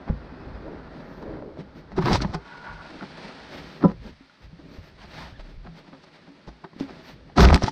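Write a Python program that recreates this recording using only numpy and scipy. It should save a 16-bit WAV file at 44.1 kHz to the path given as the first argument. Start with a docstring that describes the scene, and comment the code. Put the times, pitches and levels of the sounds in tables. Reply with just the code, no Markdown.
"""Bags of snowboard gear are pushed into the back of a car, with the microphone riding on the load.
From the start, sliding friction makes nylon swish and drag over the carpet, and a bag judders by
stick and slip. Near 2 s gear thumps on the hollow load floor and buckles tick; then a hard edge
scrapes. At 3.8 s a board lands on the padded load, and softer pushes follow. Near 7.4 s a backpack
is thrown in and lands on the microphone, shaking it on its mount."""
import sys
import numpy as np
from scipy import signal
from scipy.io import wavfile
from scipy.ndimage import map_coordinates

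SR = 44100
rng = np.random.default_rng(int(sys.argv[2]) if len(sys.argv) > 2 else 0)


def master(y):
    """Save y as 16-bit WAV."""
    cut = np.clip(np.atleast_2d(y).T, -1, 1)
    pcm = np.round(cut * 32767)  # scale
    wavfile.write(sys.argv[1], SR, pcm.astype(np.int16))


N = 340345
TIME = np.arange(N) / SR


# Long pushes of the load. Each row: start, peak and end in seconds, sag at both ends in dB,
# then relative levels of rumble, carpet drag, rub and nylon swish in dB.
PUSHES = [(-0.1, 1.0, 1.45, 0, -46, -42, -49.5, -68.5), (1.41, 2.206, 2.45, 7.5, -42.5, -43.5, -51.5, -78),
          (2.366, 3.347, 3.83, 7.5, -52, -42.5, -47, -50), (3.886, 4.05, 4.44, 5.5, -79, -64, -64, -62.5),
          (4.423, 5.25, 5.57, 4, -49, -51.5, -62, -63), (5.54, 5.9, 6.71, 3, -66, -51.5, -60, -62.5),
          (6.75, 6.904, 7.8, 3.5, -62, -49.5, -62.5, -66)]
def push_gains(edge_s=0.097):
    """Friction noise follows effort: rumble, drag, rub and swish build to a peak and ease off."""
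    gains = np.zeros((4, N), np.float32)
    for start, peak, end, sag_db, *levels in PUSHES:
        moving = np.clip(np.minimum(TIME - start, end - TIME) / edge_s, 0, 1)
        effort = amp(np.interp(TIME, [start, peak, end], [-sag_db, 0, -sag_db]))
        gains += amp(levels)[:, None] * moving * effort
    return gains


# Spectra of the four friction layers. Each row: frequency in Hz, gain in dB.
RUMBLE_SPECTRUM = [(12, -22.5), (28, -9), (55, 1.5), (100, -7.5), (140, -8), (220, -22), (500, -82.5)]
DRAG_SPECTRUM = [(50, -38.5), (110, -20), (160, 2), (290, -4), (400, -5), (580, -9.5), (800, -26),
                 (1600, -68), (4000, -76.5)]
RUB_SPECTRUM = [(200, -22.5), (480, -16.5), (720, 4.5), (950, 1.5), (1100, -1.5), (1450, -0.5),
                (1900, -5.5), (2500, -15), (4000, -20.5), (9000, -42.5)]
SWISH_SPECTRUM = [(700, -25), (1700, 3.5), (2400, 3), (5000, -4.5), (9000, -8), (12000, -24), (16000, -20)]
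# Rocking of the load. Each row: middle and half length in seconds, relative level in dB.
LURCHES = [(0.54, 0.11, -36.5), (2.29, 0.059, -31), (2.75, 0.042, -41), (3.6, 0.066, -47),
           (4.0, 0.096, -39.5), (4.46, 0.04, -45), (5.22, 0.15, -46.5), (5.62, 0.07, -42),
           (6.88, 0.056, -51), (7.24, 0.17, -48.5)]
# Sweeps of a sleeve or bag over nylon. Each row: middle and half length in seconds,
# then relative levels of swish, drag and treble fizz in dB.
SWEEPS = [(0.978, 0.035, -60, -37, -70), (1.151, 0.084, -71, -40.5, -57), (1.604, 0.017, -56.5, -36, -73),
          (1.783, 0.023, -59.5, -39.5, -57), (2.103, 0.049, -38.5, -42, -39),
          (3.242, 0.036, -50, -39.5, -75), (3.567, 0.04, -47.5, -37, -49), (3.722, 0.13, -54, -43, -57),
          (4.069, 0.031, -54, -38.5, -57), (4.33, 0.074, -66.5, -65, -78.5),
          (4.439, 0.028, -60, -52.5, -62), (4.673, 0.072, -69, -45, -75), (4.752, 0.037, -57.5, -44, -54),
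          (4.862, 0.033, -58.5, -55, -55), (5.025, 0.028, -54, -61, -64), (5.198, 0.071, -48, -44.5, -51),
          (5.406, 0.013, -54, -46, -68), (5.495, 0.048, -60, -47.5, -66), (5.783, 0.019, -55, -46.5, -58),
          (6.152, 0.021, -58, -56, -70), (6.819, 0.023, -51, -38, -55), (6.947, 0.13, -56, -45, -66),
          (7.086, .033, -53, -56, -46.5), (7.223, 0.045, -78, -50.5, -82), (7.424, .017, -45, -30, -23)]
def sliding():
    """Sliding friction: fibres catch and release under one uneven grip, above the load's rumble."""
    rumble, drag, rub, swish = push_gains()
    sweep = swells((s, half, db) for s, half, db, _, _ in SWEEPS)
    rumble = np.hypot(rumble, swells(LURCHES))
    drag = np.hypot(drag, swells((s, half, db) for s, half, _, db, _ in SWEEPS))
    rub = np.hypot(rub, amp(2) * sweep)
    swish = np.hypot(swish, sweep)
    grip = unit(amp(wander(per_s=85)))
    fibres = grip * grains(per_s=2200, spread_db=1.5, hiss=1)
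    out = amp(-5) * rumble * noise(RUMBLE_SPECTRUM)
    out += amp(-3) * drag * unit(colour(fibres, DRAG_SPECTRUM))
    out += amp(1.9) * rub * unit(colour(np.roll(fibres, SR // 300), RUB_SPECTRUM))
    nylon = grip * grains(per_s=5000, spread_db=0.5, hiss=1)
    return out + amp(4.5) * swish * unit(colour(nylon, SWISH_SPECTRUM))


# Soft blows of the load. Each row: start in seconds, level in dB, frequency in Hz,
# 60 dB decay time (t60) in seconds, level of the floor's boom in dB.
THUDS = [(0.098, -20, 146, 0.16, -21), (0.099, -16.5, 82, 0.14, -53), (0.1, -22.5, 225, 0.09, -52.5),
         (0.1, -23.5, 513, 0.048, -57), (0.324, -33, 253, 0.15, -77), (1.604, -34, 194, 0.13, -62),
         (1.924, -34.5, 200, 0.15, -34), (1.979, -16.5, 368, 0.13, -32), (1.989, -14.5, 158, 0.12, -48),
         (2.04, -16, 130, 0.21, -40), (2.072, -16, 192, 0.086, -40), (2.109, -12, 167, 0.11, -18),
         (2.139, -12, 95, 0.095, -40), (2.178, -23, 128, 0.22, -22), (2.206, -22.5, 300, 0.04, -47),
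         (2.249, -14.5, 173, 0.042, -23), (2.346, -36, 400, 0.19, -36), (2.35, -21, 158, .1, -48),
         (3.015, -32.5, 270, 0.091, -60), (3.853, -15, 160, 0.082, -47), (4.052, -34.5, 226.4, .14, -54),
         (4.208, -38, 265, 0.076, -59), (4.53, -36, 164, 0.1, -60), (4.593, -35.5, 282, 0.077, -57),
         (4.785, -32, 87, 0.15, -44), (5.325, -36.5, 112, 0.092, -53), (5.392, -37.5, 35.3, 1, -57),
         (5.573, -32.5, 39.5, .3, -47), (5.68, -39, 163.8, 0.45, -50), (5.933, -35, 268, 0.096, -65),
         (6.281, -42.5, 283.6, 0.45, -66), (6.476, -29, 156, 0.05, -35), (6.763, -29, 264, 0.034, -63),
         (6.808, -16.5, 277, 0.096, -54), (7.133, -41, 132, 0.16, -60), (7.392, -13.5, 412, 0.12, -10),
         (7.401, -10.5, 184.4, 0.17, -34), (7.43, -10.5, 101.4, .16, -40), (7.545, -6.5, 179, .042, -25),
         (7.639, -5.5, 128, 0.037, -53)]
def thuds(floor_hz=55.2, floor_t60=0.27):
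    """Damped free vibration: each padded blow excites two modes and the boom of the load floor."""
    out = np.zeros(N)
    for start, db, hz, t60, boom_db in THUDS:
        fundamental = ring(hz, db, t60, rise=0.00067)
        overtone = ring(hz * 1.82, db - 10, t60 * 0.12, rise=0.0012)
        boom = ring(floor_hz, boom_db, floor_t60, rise=0.0087)
        add(out, start, fundamental + overtone + boom)
    return out


# Modes of the board. Each row: frequency in Hz, level in dB, swell time and t60 in seconds.
BOARD_MODES = [(179.5, -9, 0.021, 0.027), (288, -5, 0.005, 0.033), (359, -14, 0.0017, 0.1),
               (475, -20.5, 0.019, .08), (557, -18, 0.02, 0.028), (731, -23.5, 0.014, 0.032),
               (816, -33, 0.019, 0.032), (994, -21.5, 0.012, 0.078), (1220, -23.5, 0.0038, 0.054),
               (1323, -22.5, 0.0047, 0.041), (5210, -49, 0.0086, .06)]
def board_landing(start=3.838):
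    """Cushioned impact: the padding gives way, so each mode swells before it decays."""
    out, t = np.zeros(N), np.arange(SR // 2) / SR
    for hz, db, swell, t60 in BOARD_MODES:
        attack = np.sin(np.pi / 2 * np.minimum(t / swell, 1))
        decay = amp(db - 60 * np.maximum(t - swell, 0) / t60)
        add(out, start, attack * decay * np.sin(2 * np.pi * hz * t))
    return out


# Partials of a buckle. Each row: multiple of the pitch, gain in dB, share of the base t60.
BUCKLE_PARTIALS = [(1, 0.5, 0.69), (1.42, -6, 0.36), (2.15, -17, 0.44)]
# Spectrum of a plastic crack. Each row: frequency in Hz, gain in dB.
CRACK_SPECTRUM = [(200, -10), (1500, 2.5), (6000, 3), (8000, 5), (10500, -10), (12500, -6), (16000, -16)]
# Buckles and straps striking the microphone's casing. Each row: start in seconds,
# relative ring level in dB, pitch in Hz, base t60 in seconds, relative crack level in dB.
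SNAPS = [(0.079, -26, 1000, .013, -50), (0.681, -32.5, 640, 0.048, -55), (1.226, -32, 945, 0.031, -46),
         (1.424, -27, 586, 0.032, -60), (1.573, -32, 620, 0.035, -55), (1.987, -20, 956, 0.046, -41),
         (2.023, -23, 1090, 0.03, -48), (2.058, -14, 1120, .013, -19), (2.083, -14.5, 970, .031, -30),
         (2.113, -14.5, 760, 0.048, -42), (2.131, -18, 5430, 0.011, -15), (2.156, -12.5, 950, 0.034, -15),
         (2.205, -21, 1400, .014, -43), (2.22, -20.5, 4530, 0.011, -35), (2.248, -20, 1060, 0.02, -50),
         (2.345, -20.5, 946, 0.019, -26), (3.01, -30.5, 1404, 0.029, -50), (4.297, -46.5, 1425, 0.046, -58),
         (5.017, -40, 3020, .013, -52), (5.397, -38, 650, 0.044, -51), (6.476, -40, 860, 0.046, -46),
         (6.6415, -28.5, 965.8, 0.023, -48), (6.8, -30, 420, .018, -28.5), (7.384, -12.5, 1350, .018, -30),
         (7.395, -11, 1140, 0.022, -22), (7.406, -2.5, 1560, 0.008, -9), (7.422, -11, 1140, 0.013, -24),
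         (7.445, -5, 1450, 0.0094, -20), (7.452, -4, 2840, 0.0059, -13), (7.4878, -7, 2350, 0.0065, -29),
         (7.501, -4.5, 935, 0.0057, -47), (7.505, 4.5, 915, 0.0034, -26), (7.5185, -25, 1530, 0.0072, -48),
         (7.5282, -3, 770, 0.012, -26), (7.544, -15.5, 4230, 0.012, -2), (7.5595, -19.5, 864, 0.079, -11),
         (7.5765, -19, 1800, 0.01, -25), (7.622, -13, 660, .016, -42), (7.636, -12.5, 5640, 0.011, -32),
         (7.681, -15, 885, 0.056, -66)]
def buckle_snaps(crack_s=0.00091):
    """Hard impact: brief contact gives a broadband crack and short inharmonic partials."""
    rings, cracks, t = np.zeros(N), np.zeros(N), np.arange(SR // 20) / SR
    for start, db, hz, t60, crack_db in SNAPS:
        for multiple, partial_db, share in BUCKLE_PARTIALS:
            add(rings, start, ring(hz * multiple, db + partial_db, t60 * share, rise=0.0003))
        add(cracks, start, amp(crack_db) * np.exp(-t / crack_s) * rng.standard_normal(len(t)))
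    return amp(2.5) * rings + colour(cracks, CRACK_SPECTRUM)


# Bright spectrum of cloth crushed at the microphone. Each row: frequency in Hz, gain in dB.
CRUSH_SPECTRUM = [(900, -31), (1900, 4), (2800, 2), (4000, 2), (5500, 4), (6500, 5), (9000, -5),
                  (12000, -15.5), (16000, -25.5)]
# Modes of the microphone's casing. Each row: frequency in Hz, gain in dB, t60 in seconds.
CASING_MODES = [(390, -45, 0.076), (733, -45, 0.049), (940, -59.5, 0.017), (1114, -37.5, 0.0048),
                (1302, -41.5, 0.032), (1630, -61.5, 0.036), (2010, -57, 0.013), (2275, -56.5, 0.028),
                (3340, -75, .06), (4200, -41, 0.017), (5960, -38, 0.02)]
# Shoves of cloth. Each row: start and length in seconds, relative rub and swish levels in dB.
SCUFFS = [(0.076, .023, -33.5, -66), (1.221, 0.0076, -38, -59), (1.576, .025, -45.5, -73),
          (1.916, 0.011, -39.5, -57), (1.968, 0.023, -27, -43), (2.012, 0.02, -28.5, -47),
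          (2.058, 0.067, -22, -41), (2.123, 0.036, -21.5, -26.5), (2.163, .008, -32.5, -30.5),
          (2.218, 0.0063, -23, -26.5), (2.229, 0.025, -28.5, -57), (2.263, 0.064, -43.5, -54.5),
          (2.338, 0.013, -27, -36.5), (3.017, 0.022, -36.5, -59), (3.816, 0.038, -31.5, -69),
          (3.875, 0.045, -42, -59.5), (4.596, 0.0081, -45.5, -61), (5.039, 0.01, -45, -58),
          (5.65, 0.023, -42.5, -82), (5.873, .015, -44, -67), (5.924, 0.023, -47.5, -71),
          (6.029, 0.013, -52, -54), (6.274, 0.018, -50, -67), (6.475, 0.015, -38.5, -52),
          (6.642, 0.0074, -35.5, -63), (6.728, 0.01, -47, -77), (6.796, 0.012, -40.5, -45),
          (6.886, 0.023, -40.5, -60), (7.285, 0.019, -52.5, -68), (7.369, 0.0085, -20.5, -32.5),
          (7.377, 0.033, -15.5, -26.5), (7.411, .043, -18.5, -25.5), (7.45, 0.058, -22.5, -38),
          (7.525, 0.038, -21.5, -32), (7.577, .045, -53, -46.5), (7.623, 0.023, -27, -32),
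          (7.658, 0.034, -33, -34.5)]
def scuffs(rise_s=0.0041, fall_s=0.0047, lead_s=0.02):
    """Transient friction: crushed cloth slips in coarse bursts that excite the casing's modes."""
    power, t = np.zeros((2, N)), np.arange(SR // 5) / SR - lead_s
    for start, length, *levels in SCUFFS:
        shape = np.exp(-np.maximum(t - length, 0) / fall_s) / (1 + np.exp(-t / rise_s))
        for layer, db in zip(power, levels):
            add(layer, start - lead_s, (amp(db) * shape) ** 2)
    rub_gain, swish_gain = np.sqrt(power)
    drag = unit(colour(grains(per_s=900, spread_db=2.5, hiss=0.43), DRAG_SPECTRUM))
    rub = unit(colour(grains(per_s=700, spread_db=4.5, hiss=0.46), RUB_SPECTRUM))
    crush = unit(colour(grains(per_s=3000, spread_db=6, hiss=0.99), CRUSH_SPECTRUM))
    cloth = amp(-4.5) * rub_gain * (amp(1) * drag + rub) + amp(0.5) * swish_gain * crush
    return cloth + resonate(cloth, CASING_MODES)


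def microphone_shudder(start=7.372, length_s=0.196, hz=72, wobble=0.197):
    """Nonlinear vibration: the backpack shakes the microphone on its mount as cloth buffets it."""
    count = round(length_s * SR)
    phase = cycles(hz * np.exp(wobble * wander(per_s=90)[:count])) * 2 * np.pi
    sway = np.sin(phase) + amp(-9) * np.cos(2 * phase)  # the mount is stiffer one way
    buffet = unit(noise([(10, -11), (45, 5), (120, -3), (200, -10), (280, -26), (800, -45)])[-count:])
    out = np.zeros(N)
    add(out, start, amp(-13) * signal.windows.tukey(count, 0.2) * (sway + amp(-7) * buffet))
    return out


# Modes of the bag. Each row: frequency in Hz, gain in dB, t60 in seconds.
BAG_MODES = [(322, 0, 0.11), (410, 12.5, 0.018), (545, 1.5, 0.031), (860, -19, .012)]
# Bouts of juddering over the carpet. Each row: middle and half length in seconds, level in dB.
JUDDERS = [(0.423, .03, -43.5), (0.705, 0.063, -38), (1.309, .06, -34), (1.452, .075, -38.5),
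           (2.954, 0.044, -45)]
def bag_judder(slips_per_s=67, slowing=0.17, jitter=0.11, slip_share=0.51, creep=0.27):
    """Stick-slip oscillation: each slip is a short rub that rings the bag; each bout slows down."""
    level = swells(JUDDERS)
    progress = sum(bell(s, half, db) ** 2 * np.clip((TIME - s) / half, -2, 2) for s, half, db in JUDDERS)
    progress /= level ** 2  # half lengths from the middle of the prevailing bout
    turns = cycles(slips_per_s * np.exp(jitter * wander(per_s=55) - slowing * progress))
    slips = (creep + np.exp(-(turns % 1) / slip_share)) * rng.standard_normal(N)
    return level * unit(resonate(slips, BAG_MODES))


# Modes of a hard edge. Each row: frequency in Hz, gain in dB, t60 in seconds.
EDGE_MODES = [(966, 2.5, 0.037), (1133, -4.5, 0.059), (1440, 7, 0.032), (1560, -33, .03),
              (1970, -12, 0.042)]
# Scrapes of that edge. Each row: middle and half length in seconds, level in dB.
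SCRAPES = [(2.53, 0.077, -42.5), (2.68, 0.034, -36), (2.81, 0.053, -42.5), (3.03, 0.0058, -44)]
def edge_scrape():
    """Forced resonance: dense random slips drive the modes of a hard edge."""
    slips = grains(per_s=630, spread_db=2.5, hiss=0.4)
    return swells(SCRAPES) * unit(resonate(slips, EDGE_MODES))


# Spectrum of nylon on nylon. Each row: frequency in Hz, gain in dB.
FIZZ_SPECTRUM = [(2000, -21), (6000, 6), (9000, -13), (13000, 14), (16000, 3.5)]
def nylon_fizz():
    """Friction noise: each quick sweep of nylon on nylon fizzes high in the treble."""
    return swells((s, half, db) for s, half, _, _, db in SWEEPS) * noise(FIZZ_SPECTRUM)


# Pulls of a ribbed cover. Each row: middle and half length in seconds, level in dB,
# top rate in ribs per second, share of that rate that follows the stroke.
COVER_PULLS = [(0.45, .24, -64, 2530, .04), (5.225, .045, -48, 1050, .5), (5.358, .018, -55, 1850, .3)]
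def ribbed_weave(jitter=0.045):
    """Periodic excitation: ribs flick past each other, and the rough tone follows the pull's speed."""
    uneven = np.exp(jitter * wander(per_s=580))
    flutter = unit(amp(4.5 * wander(per_s=200)))
    out = np.zeros(N)
    for middle, half, db, ribs_per_s, glide in COVER_PULLS:
        speed = 1 - glide + glide * bell(middle, half, 0)
        phase = 2 * np.pi * cycles(ribs_per_s * uneven * speed)
        out += bell(middle, half, db) * unit(np.sin(phase) + amp(-6) * np.sin(2 * phase))
    return flutter * out


# Modes of the hollow load floor. Each row: frequency in Hz, gain in dB, t60 in seconds.
FLOOR_MODES = [(165.2, -52, 0.091), (294, -56, 0.13), (394, -56, 0.07), (678, -46.5, 0.055),
               (1050, -66, 0.13), (1432, -53.5, 0.034), (2010, -59.5, 0.029)]
def hollow_floor(slide):
    """Structural resonance: the floor rings under the sliding load."""
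    return resonate(slide, FLOOR_MODES)


def cabin_reverb(sound, t60=0.18):
    """Reverberation: upholstery absorbs the reflections, leaving a short, dull tail."""
    t = np.arange(SR // 4) / SR
    echoes = rng.standard_normal(len(t)) * amp(-60 * t / t60) * (t > 0.004)
    tail = signal.oaconvolve(sound, echoes / np.linalg.norm(echoes))[:N]
    return colour(tail, [(30, -8), (200, 7.5), (2000, 3.5), (8000, 0.5)])


def open_air(db=-60.5):
    """Ambient noise: a faint, steady wash from outside the car."""
    return amp(db) * noise([(20, -17.5), (60, -14.5), (160, 3.5), (500, -9.5), (1700, -7.5),
                            (5000, -15), (16000, -26.5)])


def amp(db):
    """Decibels to amplitude gain."""
    return 10 ** (np.asarray(db) / 20)


def unit(x):
    """Normalisation to rms 1."""
    return x / np.sqrt(np.mean(x ** 2) + 1e-20)


def add(mix, start, sound):
    """Superposition: a sound joins the mix at a start in seconds."""
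    part = mix[max(round(start * SR), 0):][:len(sound)]
    part += sound[:len(part)]


def colour(x, points, size=8192):
    """Minimum-phase filter through (Hz, dB) points."""
    hz, db = np.transpose(points)
    bins = abs(np.fft.fftfreq(size, 1 / SR))
    log_gain = np.log(amp(np.interp(np.log(bins + 1), np.log(hz + 1), db)))
    taps = np.fft.ifft(np.exp(np.conj(signal.hilbert(log_gain)))).real
    return signal.oaconvolve(x, taps[:size // 2])[:N]


def noise(spectrum):
    """Filtered Gaussian noise of rms 1."""
    return unit(colour(rng.standard_normal(N), spectrum))


def wander(per_s):
    """Random modulation of rms 1, interpolated between per_s values a second."""
    knots = rng.standard_normal(N // 20)
    return unit(map_coordinates(knots, [TIME * per_s], order=1, mode="wrap"))


def cycles(hz):
    """Phase in cycles is the integral of frequency."""
    return np.cumsum(hz) / SR


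def ring(hz, db, t60, rise=1e-4):
    """A damped mode with a soft start; it falls 60 dB in t60 seconds."""
    t = np.arange(SR // 2) / SR
    return amp(db - 60 * t / t60) * (1 - np.exp(-t / rise)) * np.sin(2 * np.pi * hz * t)


def resonate(force, modes):
    """Convolution of a force with an impulse response, the sum of an object's modes."""
    return signal.oaconvolve(force, sum(ring(*mode) for mode in modes))[:N]


def grains(per_s, spread_db, hiss):
    """Shot noise: fibres catch and let go in tiny slips of uneven size, within a smooth hiss."""
    size = amp(spread_db * np.minimum(rng.exponential(1, N), 4))
    slips = size * rng.choice([-1, 1], N) * (rng.random(N) < per_s / SR)
    return unit(unit(slips) + hiss * rng.standard_normal(N))


def bell(middle, half_length, db):
    """Gaussian envelope of a stroke that speeds up and slows down smoothly."""
    gain = np.full(N, 1e-9)
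    near = slice(*np.searchsorted(TIME, [middle - 5 * half_length, middle + 5 * half_length]))
    gain[near] = amp(db) * np.exp(-0.5 * ((TIME[near] - middle) / half_length) ** 2)
    return gain


def swells(strokes):
    """Joint envelope of several strokes: incoherent sources add in power."""
    return np.sqrt(sum(bell(*stroke) ** 2 for stroke in strokes))


def scene():
    """Superposition: sliding rings the floor, blows reverberate, snaps and shudder stay dry."""
    slide = amp(-1.5) * sliding()
    friction = slide + hollow_floor(slide) + bag_judder() + edge_scrape() + ribbed_weave() + nylon_fizz()
    blows = scuffs() + thuds() + board_landing()
    background = open_air() + amp(-15) * cabin_reverb(blows)
    return (friction + blows + buckle_snaps() + microphone_shudder() + background)[None]


# Response of the microphone in its casing. Each row: frequency in Hz, gain in dB.
MIC_RESPONSE = [(20, 1.5), (2200, -1), (2900, -3), (4500, 2), (5500, -4), (6200, -9.5), (7000, -17),
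                (8500, -16), (10000, -20), (11200, -23), (12500, -21.5), (15500, -27.5)]
def record(dry, cutoff_hz=15900):
    """Transduction: the microphone colours the sound, clips on overload and limits the band."""
    heard = np.clip(colour(dry[0], MIC_RESPONSE), -0.95, 0.95)
    lowpass = signal.firwin(511, cutoff_hz, window=("kaiser", 9), fs=SR)
    return signal.oaconvolve(heard, lowpass, "same")[None]


dry = scene()
out = record(dry)
master(out)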